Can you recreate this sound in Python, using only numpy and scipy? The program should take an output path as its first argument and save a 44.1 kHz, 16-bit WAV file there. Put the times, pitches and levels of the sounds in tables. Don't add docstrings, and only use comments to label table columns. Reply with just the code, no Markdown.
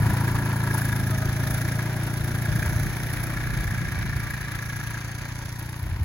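import sys
import numpy as np
from scipy import signal
from scipy.fft import rfft, irfft
from scipy.io import wavfile
from scipy.ndimage import uniform_filter1d

SR = 44100
rng = np.random.default_rng(int(sys.argv[2]) if len(sys.argv) > 2 else 0)


def unload_wav(signal):
    wavfile.write(
        sys.argv[1],
        SR,
        np.round(np.clip(np.atleast_2d(signal).T, -1, 1) * 32767).astype(np.int16),
    )


N = 266364
CRUISE_PER_S = 28.05
SHARED = [[1], [0]]


def from_db(db):
    return 10 ** (np.asarray(db) / 20)


def rms_one(x):
    return x / np.sqrt(np.mean(x ** 2) + 1e-20)


def seconds():
    return np.arange(N) / SR


def in_time(rows):
    time_s, *columns = np.transpose(rows)
    return [np.interp(seconds(), time_s, column) for column in columns]


def in_frequency(rows):
    hz, *columns = np.transpose(rows)
    bins_hz = np.maximum(np.arange(N // 2 + 1) * SR / N, 1)
    return [np.interp(np.log(bins_hz), np.log(hz), column) for column in columns]


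def noise(spectrum):
    level_db, = in_frequency(spectrum)
    white = rng.standard_normal((2, N))
    return rms_one(irfft(rfft(white) * from_db(level_db), N))


def drift(rate):
    return np.interp(seconds() * rate, np.arange(4096), rng.standard_normal(4096))


def ring(drive, hz, t60):
    decay = from_db(-60 / (t60 * SR))
    step = 2 * np.pi * hz / SR
    return signal.lfilter([0, np.sin(step)], [1, -2 * decay * np.cos(step), decay * decay], drive + 1e-18)


def metal(drive, modes):
    return sum((-1) ** k * from_db(db) * ring(drive, hz, t60) for k, (hz, db, t60) in enumerate(modes))


def blows(rows):
    clicks = np.zeros(N)
    for time_s, db in rows:
        clicks[round(time_s * SR)] = from_db(db)
    return clicks


def accents(rows, half_width_s):
    return from_db(sum(db * np.exp(-((seconds() - time_s) / half_width_s) ** 2) for time_s, db in rows))


def strokes(cycle):
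    return np.diff(np.floor(cycle), prepend=np.floor(cycle[0]))


def per_firing(cycle, spread_db):
    gains = from_db(spread_db * rng.standard_normal(256))
    return gains[np.floor(cycle).astype(int) % 256]


def burst(cycle, centre, rise, fall, rest_db, uneven_db, early_db):
    tick_at, tick_width = 0.094, 0.037
    swell_cycle = cycle - centre + .5
    offset = swell_cycle % 1 - .5
    swell = np.exp(-np.abs(offset) / np.where(offset < 0, rise, fall))
    swell *= per_firing(swell_cycle, uneven_db)
    tick = from_db(early_db) * np.exp(-((cycle % 1 - tick_at) / tick_width) ** 2)
    tick *= per_firing(cycle, spread_db=3)
    return rms_one(np.sqrt(swell ** 2 + tick ** 2 + from_db(rest_db) ** 2))


# time_s, level_db
BREEZE = [(0, -42), (2.3, -36.5), (4.15, -31.5), (4.3, -37.5), (6.04, -45.5)]
# start_s, end_s, level_db
GUSTS = [(0, 0.13, -29.5), (0.2, 0.477, -35.5), (0.872, 1.701, -35), (2.479, 2.947, -31),
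         (2.957, 3.498, -34), (3.51, 4.22, -32.5), (4.72, 4.934, -36), (5.824, 6.037, -36)]
# frequency_hz, density_db
RUMBLE = [(15, -39), (30, -17), (45, 2.5), (80, -2.5), (110, -2.5), (150, -18.5), (300, -41), (700, -79)]
FLUTTER = [(45, -25), (80, -3.5), (140, -2), (190, -4), (300, -26.5), (700, -47)]
# time_s, peak_db, pitch_hz
BUFFETS = [(0.011, -14, 130), (0.035, -27, 107), (0.066, -18, 109), (0.114, -23, 83), (0.137, -21, 108),
           (0.957, -31, 125), (1.128, -19, 111), (2.493, -21, 115), (2.512, -34, 82.8), (2.561, -19, 139),
           (2.665, -33, 79), (2.678, -18, 80.4), (2.7, -26, 84.6), (2.73, -32, 98), (2.767, -23, 95.2),
           (2.821, -21, 112), (2.853, -25, 89.7), (2.902, -32, 100), (3.5765, -26, 119), (3.649, -22.5, 97),
           (3.681, -26, 84), (3.723, -25, 125), (3.79, -26, 129), (3.817, -31, 125), (3.919, -27, 85),
           (3.969, -22, 77), (4.069, -23, 77.5), (4.167, -23, 87.5), (5.83, -23.5, 85.65), (5.865, -31, 80),
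           (5.9247, -19, 81.4), (5.947, -20, 84), (5.967, -26, 90.5), (6.0216, -14.5, 82.6)]
def wind():
    edge_s, half_width_periods = 0.014, 0.79
    t = seconds()
    breeze_db, = in_time(BREEZE)
    gusts = [from_db(db) * np.clip(np.minimum(t - start, end - t) / edge_s + .5, 0, 1)
             for start, end, db in GUSTS]
    strength = np.maximum(from_db(breeze_db), np.max(gusts, axis=0))
    rumble = noise(RUMBLE) * strength
    flutter = from_db(23) * noise(FLUTTER) * strength ** 1.863
    thuds = np.zeros(N)
    for time_s, db, hz in BUFFETS:
        periods = (t - time_s) * hz
        thuds += from_db(db) * np.exp(-(periods / half_width_periods) ** 2) * np.cos(2 * np.pi * periods)
    return rumble + flutter + thuds * SHARED


# frequency_hz, density_db
SNOW = [(100, -23), (300, -8), (470, -14), (850, -4), (1800, 4), (2900, -4.5), (6000, -14), (10000, -20),
        (16000, -53)]
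# time_s, level_db
CRUSH = [(0, -40.5), (1, -42.5), (2, -42), (3, -43), (4, -43), (5, -43.5), (5.6, -47), (6.04, -46.5)]
def snow():
    level_db, = in_time(CRUSH)
    return noise(SNOW) * from_db(level_db + 4.0 * drift(300))


# delay_s, gain_db
ECHOES = [(0.046, -15), (0.117, -46), (0.185, -10.5)]
def yard(direct, wall_cut_hz):
    dull = signal.sosfilt(signal.butter(1, wall_cut_hz, fs=SR, output="sos"), direct)
    return direct + sum(from_db(db) * np.pad(dull, [(0, 0), (round(delay_s * SR), 0)])[:, :N]
                        for delay_s, db in ECHOES)


# frequency_hz, right_lag_ms, correlation (-1 to 1), left_minus_right_db
PAIR = [(30, .05, 0.62, -1.5), (122, 0.022, 0.83, 1.06), (483, 0.15, 1, 0), (1010, 0.079, 0.78, 4),
        (1420, 0.066, 0.96, 1.5), (2210, 0.058, 0.34, 0.1), (2790, 0.18, 0.4, -0.5), (4000, 0.23, 0.64, 0),
        (5800, 0.193, -0.72, -9.5), (6320, 0.16, 0.73, 0.5), (6960, 0.18, 1, 0), (11000, 0.18, 1, 0),
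        (13300, 0.191, 0.95, -0.5), (16000, 0.182, 0.98, 1)]
def microphones(field):
    lag_ms, correlation, balance_db = in_frequency(PAIR)
    correlation = np.clip(correlation, -.997, .997)
    shared, apart = rfft(field) * np.sqrt([(1 + correlation) / 2, (1 - correlation) / 2])
    bins_hz = np.arange(N // 2 + 1) * SR / N
    delay = np.exp(-2j * np.pi * bins_hz * lag_ms / 1000)
    left = (shared + apart) * from_db(balance_db / 2)
    right = (shared - apart) * delay * from_db(-balance_db / 2)
    return irfft(np.array([left, right]), N)


def nearness():
    start_m, away_m_per_s = 4.8, 1.485
    return start_m / (start_m + away_m_per_s * seconds())


def turned():
    start_s, length_s = 2.6, 2.6
    return np.clip((seconds() - start_s) / length_s, 0, 1)


# time_s, firings_per_s
SPEED = [(0.0, 27.56), (0.18, 28.1), (0.84, 27.76), (1.02, 27.03), (2.0, 28.94), (2.38, 28.16), (2.6, 29.5),
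         (2.8, 29.15), (2.96, 29.9), (3.46, 29.63), (3.74, 28.77), (4.36, 28.29), (4.84, 28.3),
         (5.34, 29.46), (6.04, 29.61)]
def engine_cycle():
    speed, = in_time(SPEED)
    return np.cumsum(speed) / SR + .45


# time_s, knock_db
LOAD = [(0, -1), (0.2, -5.5), (0.5, -7.5), (0.78, -4), (1.25, -3.5), (1.55, 2), (1.95, -1), (2.2, -4.5),
        (2.6, 4.5), (3.45, 6), (4.0, 6), (4.8, 1.3), (5.35, -5), (6.04, -7.5)]
def radiated(level_db, flank_db, load_share, rev_db):
    load_db, = in_time(LOAD)
    speed, = in_time(SPEED)
    gain_db = level_db + flank_db * turned() + load_share * load_db + rev_db * (speed - CRUISE_PER_S)
    return nearness() * from_db(gain_db)


def thump(cycle, modes, lag):
    pulses = strokes(cycle - lag) * per_firing(cycle - lag, spread_db=0.37)
    tone = sum(np.sign(polarity) * from_db(db) * ring(pulses, hz, t60) for hz, db, t60, polarity in modes)
    bass_cut = signal.butter(2, 59.0, "high", fs=SR, output="sos")
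    return rms_one(signal.sosfilt(bass_cut, tone))


# time_s, pitch_hz
MESH_PITCH = [(0, 706), (1.1, 631.6), (1.5, 624), (1.95, 617.6), (2.3, 611), (2.62, 619), (2.85, 596.3),
              (4.6, 580), (6.04, 569)]
# time_s, level_db
MESH_OCTAVE = [(0.5, -52), (0.9, -51), (1.3, -47), (1.8, -55), (3.7, -52), (4.35, -46), (4.65, -52),
               (5.5, -63)]
def gear_whine():
    housing_hz, bandwidth_hz, on_resonance_db = 624, 18.6, -43
    hz, = in_time(MESH_PITCH)
    octave_db, = in_time(MESH_OCTAVE)
    phase = 2 * np.pi * np.cumsum(hz * (1 + 0.00793 * drift(45))) / SR
    resonance = 1 / np.hypot(1, 2 * (hz - housing_hz) / bandwidth_hz)
    tone = from_db(on_resonance_db) * resonance * np.sin(phase) + from_db(octave_db) * np.sin(2 * phase)
    return np.sqrt(2) * nearness() * tone * from_db(4.2 * drift(30))


# pitch_hz, gain_db, t60_s, polarity
BED = [(251.4, -1, 0.45, 1), (277, -10, 0.098, -1), (317.5, -2, 0.32, 1), (364.6, -1.5, 0.092, -1)]
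def cargo_bed(cycle):
    gain = radiated(level_db=-40.5, flank_db=-7.5, load_share=0.23, rev_db=-3.5)
    return gain * thump(cycle, BED, lag=0.2514)


# frequency_hz, density_db
BODYWORK = [(130, -34), (210, -2), (335, 2.5), (440, -12.5), (560, -7.5), (800, -5.5), (1150, -19.5),
            (1500, -6), (2800, -24.5)]
def bodywork(cycle):
    gain = radiated(level_db=-34.5, flank_db=-6, load_share=0.15, rev_db=0.97)
    buzz = gain * noise(BODYWORK)
    return buzz * burst(cycle, centre=0.3, rise=0.07, fall=0.52, rest_db=2.0, uneven_db=4.5, early_db=-6)


# frequency_hz, density_db
GUARD = [(450, -29), (650, -12), (830, -0.5), (900, 6.5), (985, 7.5), (1060, 0), (1250, -5.5),
         (1700, -24.5)]
# time_s, boost_db
CLANKS = [(0.358, 11), (0.75, 9), (1.794, 13.5), (1.865, 3), (2.666, 9)]
def guard(cycle):
    extra_db, settled_s, fade_s = 8, 0.99, 0.74
    unsettled = np.clip((settled_s - seconds()) / fade_s, 0, 1)
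    gain = radiated(level_db=-46, flank_db=1.5, load_share=-0.15, rev_db=1) * from_db(extra_db * unsettled)
    rasp = gain * noise(GUARD) * accents(CLANKS, half_width_s=0.009)
    return rasp * burst(cycle, centre=0.41, rise=0.26, fall=0.29, rest_db=-12, uneven_db=1.5, early_db=-1.5)


# frequency_hz, density_db
HISS = [(1500, -32), (2800, -20), (5000, -1.5), (6400, -5), (7400, 1), (8400, -17), (9500, 3.5), (10300, 7),
        (11400, 4), (13000, 3), (16000, -0.5)]
# time_s, relative_level_db
PUFFS = [(0.0, -44), (0.2, -47), (0.42, -47), (0.65, -46.5), (0.75, -41), (1.1, -46.5), (1.32, -48.5),
         (1.52, -42.5), (1.92, -51), (2.15, -49), (2.72, -45.5), (2.92, -46), (3.2, -46), (3.45, -50.5),
         (3.6, -48.5), (4.08, -52.5), (4.3, -49), (4.5, -52), (4.75, -49), (5.25, -55), (5.6, -52),
         (6.0, -56.5)]
def exhaust_hiss(cycle):
    puff_db, = in_time(PUFFS)
    hiss = from_db(puff_db + 5) * noise(HISS)
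    return hiss * burst(cycle, centre=0.25, rise=0.11, fall=0.23, rest_db=-14, uneven_db=2.4, early_db=-7)


# position_cycles, level_db
KNOCKS = [(0.111, -11.5), (0.25, -7), (0.322, -11.5)]
def clatter(cycle, lead, fall, knock_db, rest_db, uneven_db, early_db):
    jitter_cycles = 0.009
    cycle = cycle + lead
    shake = rng.standard_normal((2, N))
    shake *= burst(cycle, centre=0.28, rise=0.11, fall=fall, rest_db=rest_db, uneven_db=1, early_db=early_db)
    knocks = sum(from_db(db) * strokes(cycle - at + jitter_cycles * drift(40)) * per_firing(cycle, uneven_db)
                 for at, db in KNOCKS)
    return shake + from_db(knock_db) * rms_one(knocks) * SHARED


def evened(x, evenness=0.78):
    power = uniform_filter1d(x ** 2, round(SR / CRUISE_PER_S), axis=-1)
    return rms_one(x / (power + 1e-12) ** (evenness / 2))


# pitch_hz, gain_from_behind_db, flank_gain_db, t60_s
VALVES = [(3490, 0.5, -5, 0.0082), (4010, -2, 0.5, 0.0068), (4700, -2, 0.5, 0.0054), (5650, 1, -1.5, 0.006),
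          (6220, 1, 0.5, 0.0056), (7340, -5.5, 5, 0.0041)]
# time_s, level_db
VALVE_LEVEL = [(0, -68), (0.55, -55), (0.85, -48), (1.1, -46), (1.6, -43.5), (1.95, -50), (2.35, -45.5),
               (2.6, -42.5), (3.3, -46.5), (3.65, -42), (4.05, -44), (4.75, -41.5), (5.5, -41.5),
               (6.04, -54)]
# time_s, impulse_db
TICKS = [(3.033, -29), (3.575, -33), (4.699, -33)]
def valve_gear(cycle):
    wander_db = 2.2
    drive = clatter(cycle, lead=0.015, fall=0.2, knock_db=-9, rest_db=-14, uneven_db=1.2, early_db=-7.5)
    tone = sum((-1) ** k * from_db(db + flank_db * turned() + wander_db * drift(4)) * ring(drive, hz, t60)
               for k, (hz, db, flank_db, t60) in enumerate(VALVES))
    sharp = metal(blows(TICKS), [(hz, db, t60) for hz, db, _, t60 in VALVES])
    level_db, = in_time(VALVE_LEVEL)
    return nearness() * from_db(level_db) * evened(tone) + sharp * SHARED


# pitch_hz, gain_db, t60_s
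BLOCK = [(1820, 1.5, 0.0096), (2160, 2.5, 0.0085), (2298, 0.5, 0.013)]
COVER = [(1388, -6.5, 0.028), (1520, -10, 0.024), (1647, 2, 0.033), (1740, -2, 0.027)]
# time_s, level_db
COVER_LEVEL = [(0, -41.5), (0.3, -40), (0.6, -37.5), (0.75, -33.5), (0.95, -38), (1.15, -38.5),
               (1.5, -36.5), (1.75, -40.5), (1.95, -43.5), (2.3, -40), (2.6, -34), (3.0, -41),
               (3.55, -32.5), (4.3, -34), (4.9, -33.5), (5.25, -42.5), (5.45, -40.5), (6.04, -52)]
# time_s, boost_db
HARD_KNOCKS = [(0.279, 7), (0.389, 3), (0.714, 4), (0.82, 3), (0.931, 6), (1.617, 0.5), (1.687, 2.5),
               (1.794, 4), (2.457, 4), (2.63, 6.5), (3.172, 1.5), (3.374, 2), (4.097, 1), (4.306, 1),
               (4.548, 4.5), (4.625, -1), (4.975, 1), (5.188, 1.5), (5.258, 3)]
def diesel_knock(cycle):
    slap_db, slap_lead_s = -34, 0.00144
    on_block = clatter(cycle, lead=0.0043, fall=0.28, knock_db=-2.5, rest_db=-11, uneven_db=1, early_db=-8)
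    on_cover = clatter(cycle, lead=0.035, fall=0.15, knock_db=1, rest_db=-20, uneven_db=2, early_db=-8)
    block_gain = radiated(level_db=-41.5, flank_db=4, load_share=0.95, rev_db=-0.5)
    crack = block_gain * evened(metal(on_block, BLOCK))
    cover_db, = in_time(COVER_LEVEL)
    ringing = nearness() * from_db(cover_db) * evened(metal(on_cover, COVER))
    slaps = blows([(time_s - slap_lead_s, slap_db + db) for time_s, db in HARD_KNOCKS])
    knocking = (crack + ringing) * accents(HARD_KNOCKS, half_width_s=0.006)
    return knocking + metal(slaps, COVER + BLOCK) * SHARED


# pitch_hz, gain_db, t60_s, polarity
MOUNTS = [(58, 0, 0.019, 1)]
def mounts(cycle):
    gain = radiated(level_db=-42.5, flank_db=3.5, load_share=-0.54, rev_db=2)
    return gain * thump(cycle, MOUNTS, lag=0.2793)


# pitch_hz, gain_db, t60_s, polarity
TAILPIPE = [(166.2, 3, 0.076, 1), (203.5, 0, 0.035, -1), (222, -8.5, 0.16, 1)]
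def tailpipe(cycle):
    gain = radiated(level_db=-35.5, flank_db=1, load_share=-0.76, rev_db=-6.5)
    return gain * thump(cycle, TAILPIPE, lag=0.036)


# pitch_hz, gain_db, t60_s, polarity
MUFFLER = [(118.7, 4, 0.063, 1), (129.3, 6.5, 0.027, -1)]
def muffler(cycle):
    gain = radiated(level_db=-22, flank_db=-4.5, load_share=0.01, rev_db=-1)
    return gain * thump(cycle, MUFFLER, lag=0.031)


def scene():
    cycle = engine_cycle()
    drone = muffler(cycle) + mounts(cycle) + tailpipe(cycle) + cargo_bed(cycle)
    panels = bodywork(cycle) + guard(cycle)
    tones = (drone + gear_whine()) * SHARED
    noises = panels + diesel_knock(cycle) + valve_gear(cycle) + exhaust_hiss(cycle)
    return microphones(tones + yard(noises, wall_cut_hz=7200) + snow() + wind())


def record(dry):
    cutoff_hz = 15850
    return signal.sosfilt(signal.ellip(12, .1, 90, cutoff_hz, fs=SR, output="sos"), dry)


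dry = scene()
out = record(dry)
unload_wav(out)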